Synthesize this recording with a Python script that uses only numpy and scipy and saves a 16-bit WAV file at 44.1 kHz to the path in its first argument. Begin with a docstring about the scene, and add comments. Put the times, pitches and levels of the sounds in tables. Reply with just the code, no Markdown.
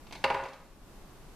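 """Model hull set down on a desk

A small room, a stereo pair of microphones close to a paper-covered desk. A hollow plastic model hull
clicks faintly in the fingers, lands with a sharp knock, rocks to rest in softer bumps and ticks as
the hand lets go. Each blow rings its thin walls and hollow body. The recorder's gain control ducks
the room noise after the knock and lets it back up."""
import sys
import numpy as np
from scipy import signal
from scipy.fft import rfft, irfft
from scipy.io import wavfile

SR = 44100
rng = np.random.default_rng(int(sys.argv[2]) if len(sys.argv) > 2 else 0)


def dump(signal):
    """Clip the signal to [-1, 1] and save it as 16-bit WAV at the path in sys.argv[1]."""
    limited = np.clip(np.atleast_2d(signal).T, -1, 1)
    pcm = np.round(limited * 32767).astype(np.int16)
    wavfile.write(sys.argv[1], SR, pcm)


N = 59535
TOP_HZ = 14300  # upper edge of the recorder's band


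# blows of the hull on the desk; a lower cut-off is softer (time [s], level [dB], cut-off [Hz])
DESK_BLOWS = [(0.2405, -7.5, 5620), (0.2422, -9, 4440), (0.2438, -2, 1035), (0.3015, -8, 2350),
              (0.3038, -14.5, 1490), (0.3098, -14, 1404), (0.3457, -8.5, 1580), (0.3580, -11.5, 1170),
              (0.3710, -22.5, 940), (0.3990, -15.5, 1120), (0.4260, -19.5, 1070), (0.4340, -20, 1220),
              (0.4530, -18, 1320), (0.6000, -35, 1300)]
def hull():
    """The hull lands and rocks, close to the microphones: returns its body's ring and its walls' clack."""
    modes = body_ring()
    return strike(DESK_BLOWS, lambda: modes), strike(DESK_BLOWS, wall_clack)


# dense, short-lived ringing of the thin walls (frequency [Hz], relative level [dB], t60 [s])
WALL_BANDS = [(62.26, -8, .15), (142, -18, 0.14), (285, -11.5, 0.11), (468, -4.5, 0.065), (699, 3.5, 0.024),
              (920, 12.5, 0.11), (1380, -11.5, 0.043), (1810, 5, 0.029), (2500, 4.5, 0.087),
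              (3170, 0, 0.022), (4140, -2, 0.05), (5100, -12.5, 0.077), (9200, -15.5, 0.047),
              (14000, -13.5, .03)]
def wall_clack(gain_db=15.5):
    """The thin walls clack differently at each point of contact."""
    return undb(gain_db) * dense_ring(WALL_BANDS)


# modes of the hull on the desk (frequency [Hz], relative level [dB], t60 [s])
BODY_MODES = [(139, -22.5, 0.16), (259.6, -26, 0.44), (407.8, -10.5, 0.22), (541.6, -12.5, 0.22),
              (596, -23.5, 0.22), (824.5, -4, .18), (930.5, -6.5, .14), (989.4, 1.5, 0.081),
              (1101, -24.5, 0.14), (1202, -19, 0.41), (1266.5, -11.5, 0.16), (1442, -4.5, 0.11),
              (1600, -11, 0.041), (1624, -20, 0.13)]
def body_ring(gain_db=-15.5, rise_s=0.00074):
    """Every blow rings the same modes of the hollow hull and the desk under it."""
    t = np.arange(N // 2) / SR
    ring = np.zeros((1, len(t)))
    for k, (hz, db, t60) in enumerate(BODY_MODES):
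        ring += (-1) ** k * undb(db) * np.sin(2 * np.pi * hz * t) * decay(t, t60)
    return undb(gain_db) * ring * (1 - np.exp(-t / rise_s))


# light clicks of plastic under the fingers (time [s], level [dB], cut-off [Hz])
FINGER_CLICKS = [(0.0690, -7.5, 5000), (0.1097, -2, 3500), (0.1248, 2.5, 8550), (0.1290, 0.5, 5660),
                 (0.1497, -2, 6020), (0.1540, 0.5, 4500), (0.3010, 3, 8650), (0.3435, 1.5, 9900),
                 (0.4375, 1.5, 7060), (0.4590, -3.5, 7000), (0.4850, -4, 6700), (0.5325, -2.5, 7600)]
# ring of one light click (frequency [Hz], relative level [dB], t60 [s])
CLICK_BANDS = [(278, -6, .05), (675, 3.5, 0.029), (970, 3, 0.037), (1460, -11, 0.15), (2220, 1.5, 0.13),
               (3070, -2, 0.047), (4540, -3, 0.081), (6000, -8, .04), (8200, -13, 0.11), (13900, -13, .035)]
def fingers(gain_db=-12.5):
    """Small bright clicks at close range as the plastic shifts in the hand and settles."""
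    return undb(gain_db) * strike(FINGER_CLICKS, lambda: dense_ring(CLICK_BANDS))


# reverberation of the small room (frequency [Hz], relative level [dB], t60 [s])
REVERB_BANDS = [(98, 4, 1), (320, -4, 0.2), (550, 3.5, 0.55), (870, -5.5, 0.464), (1290, 0, 0.61),
                (2300, -4.5, 0.56), (3770, -5, 0.52), (8000, -4.5, 1), (14200, -2, 0.34)]
def room_reverb(sound, gain_db=0.5, build_s=0.0085):
    """Reflections build up quickly at the microphones behind the direct sound."""
    response = dense_ring(REVERB_BANDS, size=32768)
    t = np.arange(response.shape[1]) / SR
    build = 1 - np.exp(-(t / build_s) ** 2)
    mono = sound.mean(axis=0, keepdims=True)
    return undb(gain_db) * signal.fftconvolve(mono, build * response, axes=1)[:, :N]


# steady room noise and microphone hiss (frequency [Hz], relative mid [dB], relative side [dB])
NOISE_SPECTRUM = [(11.7, -10, -32), (27.8, 2, -9), (49.4, -9, -14), (84, -15, -30), (144, -12.5, -22),
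                  (325, -15, -28), (480, -20.5, -29.5), (1080, -23.5, -32), (1870, -31.5, -35.5),
                  (4120, -36.5, -37.5), (8200, -40.5, -40), (14100, -42.5, -43)]
def room_noise(gain_db=-24):
    """Low room rumble shared by both microphones under their wide, faint hiss."""
    hz = np.fft.rfftfreq(N, 1 / SR)
    mid = irfft(rfft(rng.standard_normal(N)) * undb(along(hz, NOISE_SPECTRUM, column=1)), N)
    side = irfft(rfft(rng.standard_normal(N)) * undb(along(hz, NOISE_SPECTRUM, column=2)), N)
    return undb(gain_db) * left_right(mid, side)


def strike(contacts, ring):
    """Each contact sets off ring(); a softer contact has less treble."""
    out = np.zeros((2, N))
    for start_s, db, cut_hz in contacts:
        first = int(start_s * SR)
        softness = signal.butter(2, min(cut_hz, TOP_HZ), fs=SR, output="sos")
        sound = signal.sosfilt(softness, ring())[:, :N - first]
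        out[:, first:first + sound.shape[1]] += undb(db) * sound
    return out


def dense_ring(bands, size=8192, unrelated_hz=10700):
    """Countless overlapping modes in stereo: noise bands, each with its own level and decay."""
    t, hz = np.arange(size) / SR, np.fft.rfftfreq(size, 1 / SR)
    mid, side = np.exp(2j * np.pi * rng.random((2, len(hz))))
    width = np.minimum(hz / unrelated_hz, 1)  # at 1 the two close microphones hear unrelated sound
    spectrum = left_right(mid, side * width)
    out, edges = 0, np.geomspace(45, 16000, 21)
    for lo, hi in zip(edges, edges[1:]):
        centre = np.sqrt(lo * hi)
        db, t60 = along(centre, bands, column=1), along(centre, bands, column=2)
        band = irfft(spectrum * ((hz >= lo) & (hz < hi)), size) * decay(t, t60)
        share = 2 * (hi - lo) / SR
        energy = np.sum(band.mean(axis=0) ** 2)
        out = out + band * undb(db) * np.sqrt(share / energy)
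    return out


def along(hz, table, column):
    """One column of a spectrum table, read on a log-frequency axis."""
    rows = np.array(table, float)
    return np.interp(np.log(hz + 1e-3), np.log(rows[:, 0]), rows[:, column])


def decay(t, t60):
    """A ring's envelope, falling 60 dB in t60 seconds."""
    return np.exp(-np.log(1000) * t / t60)


def left_right(mid, side):
    """Mid and side to the left and right channels."""
    return mid + side * np.array([[1], [-1]])


def undb(db):
    """Decibels to gain."""
    return 10 ** (np.asarray(db) / 20)


def scene():
    """At the microphones: hull and fingers up close, the room and its steady noise behind."""
    noise = room_noise()
    body, walls = hull()
    clatter = walls + fingers()
    # the body's ring is heard mostly direct, with less room reverberation than the clatter
    reverb_send = clatter + undb(-7.5) * body
    return body + clatter + room_reverb(reverb_send) + noise


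def record(dry):
    """A loud sound turns the recorder's gain down for a while; the top is cut steeply."""
    threshold_db, depth_db = -24, 4
    attack_s, hold_s, release_s = 0.014, 0.37, 0.14
    t = np.arange(N) / SR
    loud = np.abs(dry).max(axis=0) > undb(threshold_db)
    since_loud = t - np.maximum.accumulate(np.where(loud, t, -np.inf))
    duck = np.clip(1 - (since_loud - hold_s) / release_s, 0, 1)
    pole = np.exp(-1 / (attack_s * SR))
    gain = undb(-depth_db * signal.lfilter([1 - pole], [1, -pole], duck))
    top_cut = signal.ellip(10, .2, 70, TOP_HZ, fs=SR, output="sos")
    return signal.sosfilt(top_cut, dry * gain)


dry = scene()
out = record(dry)
dump(out)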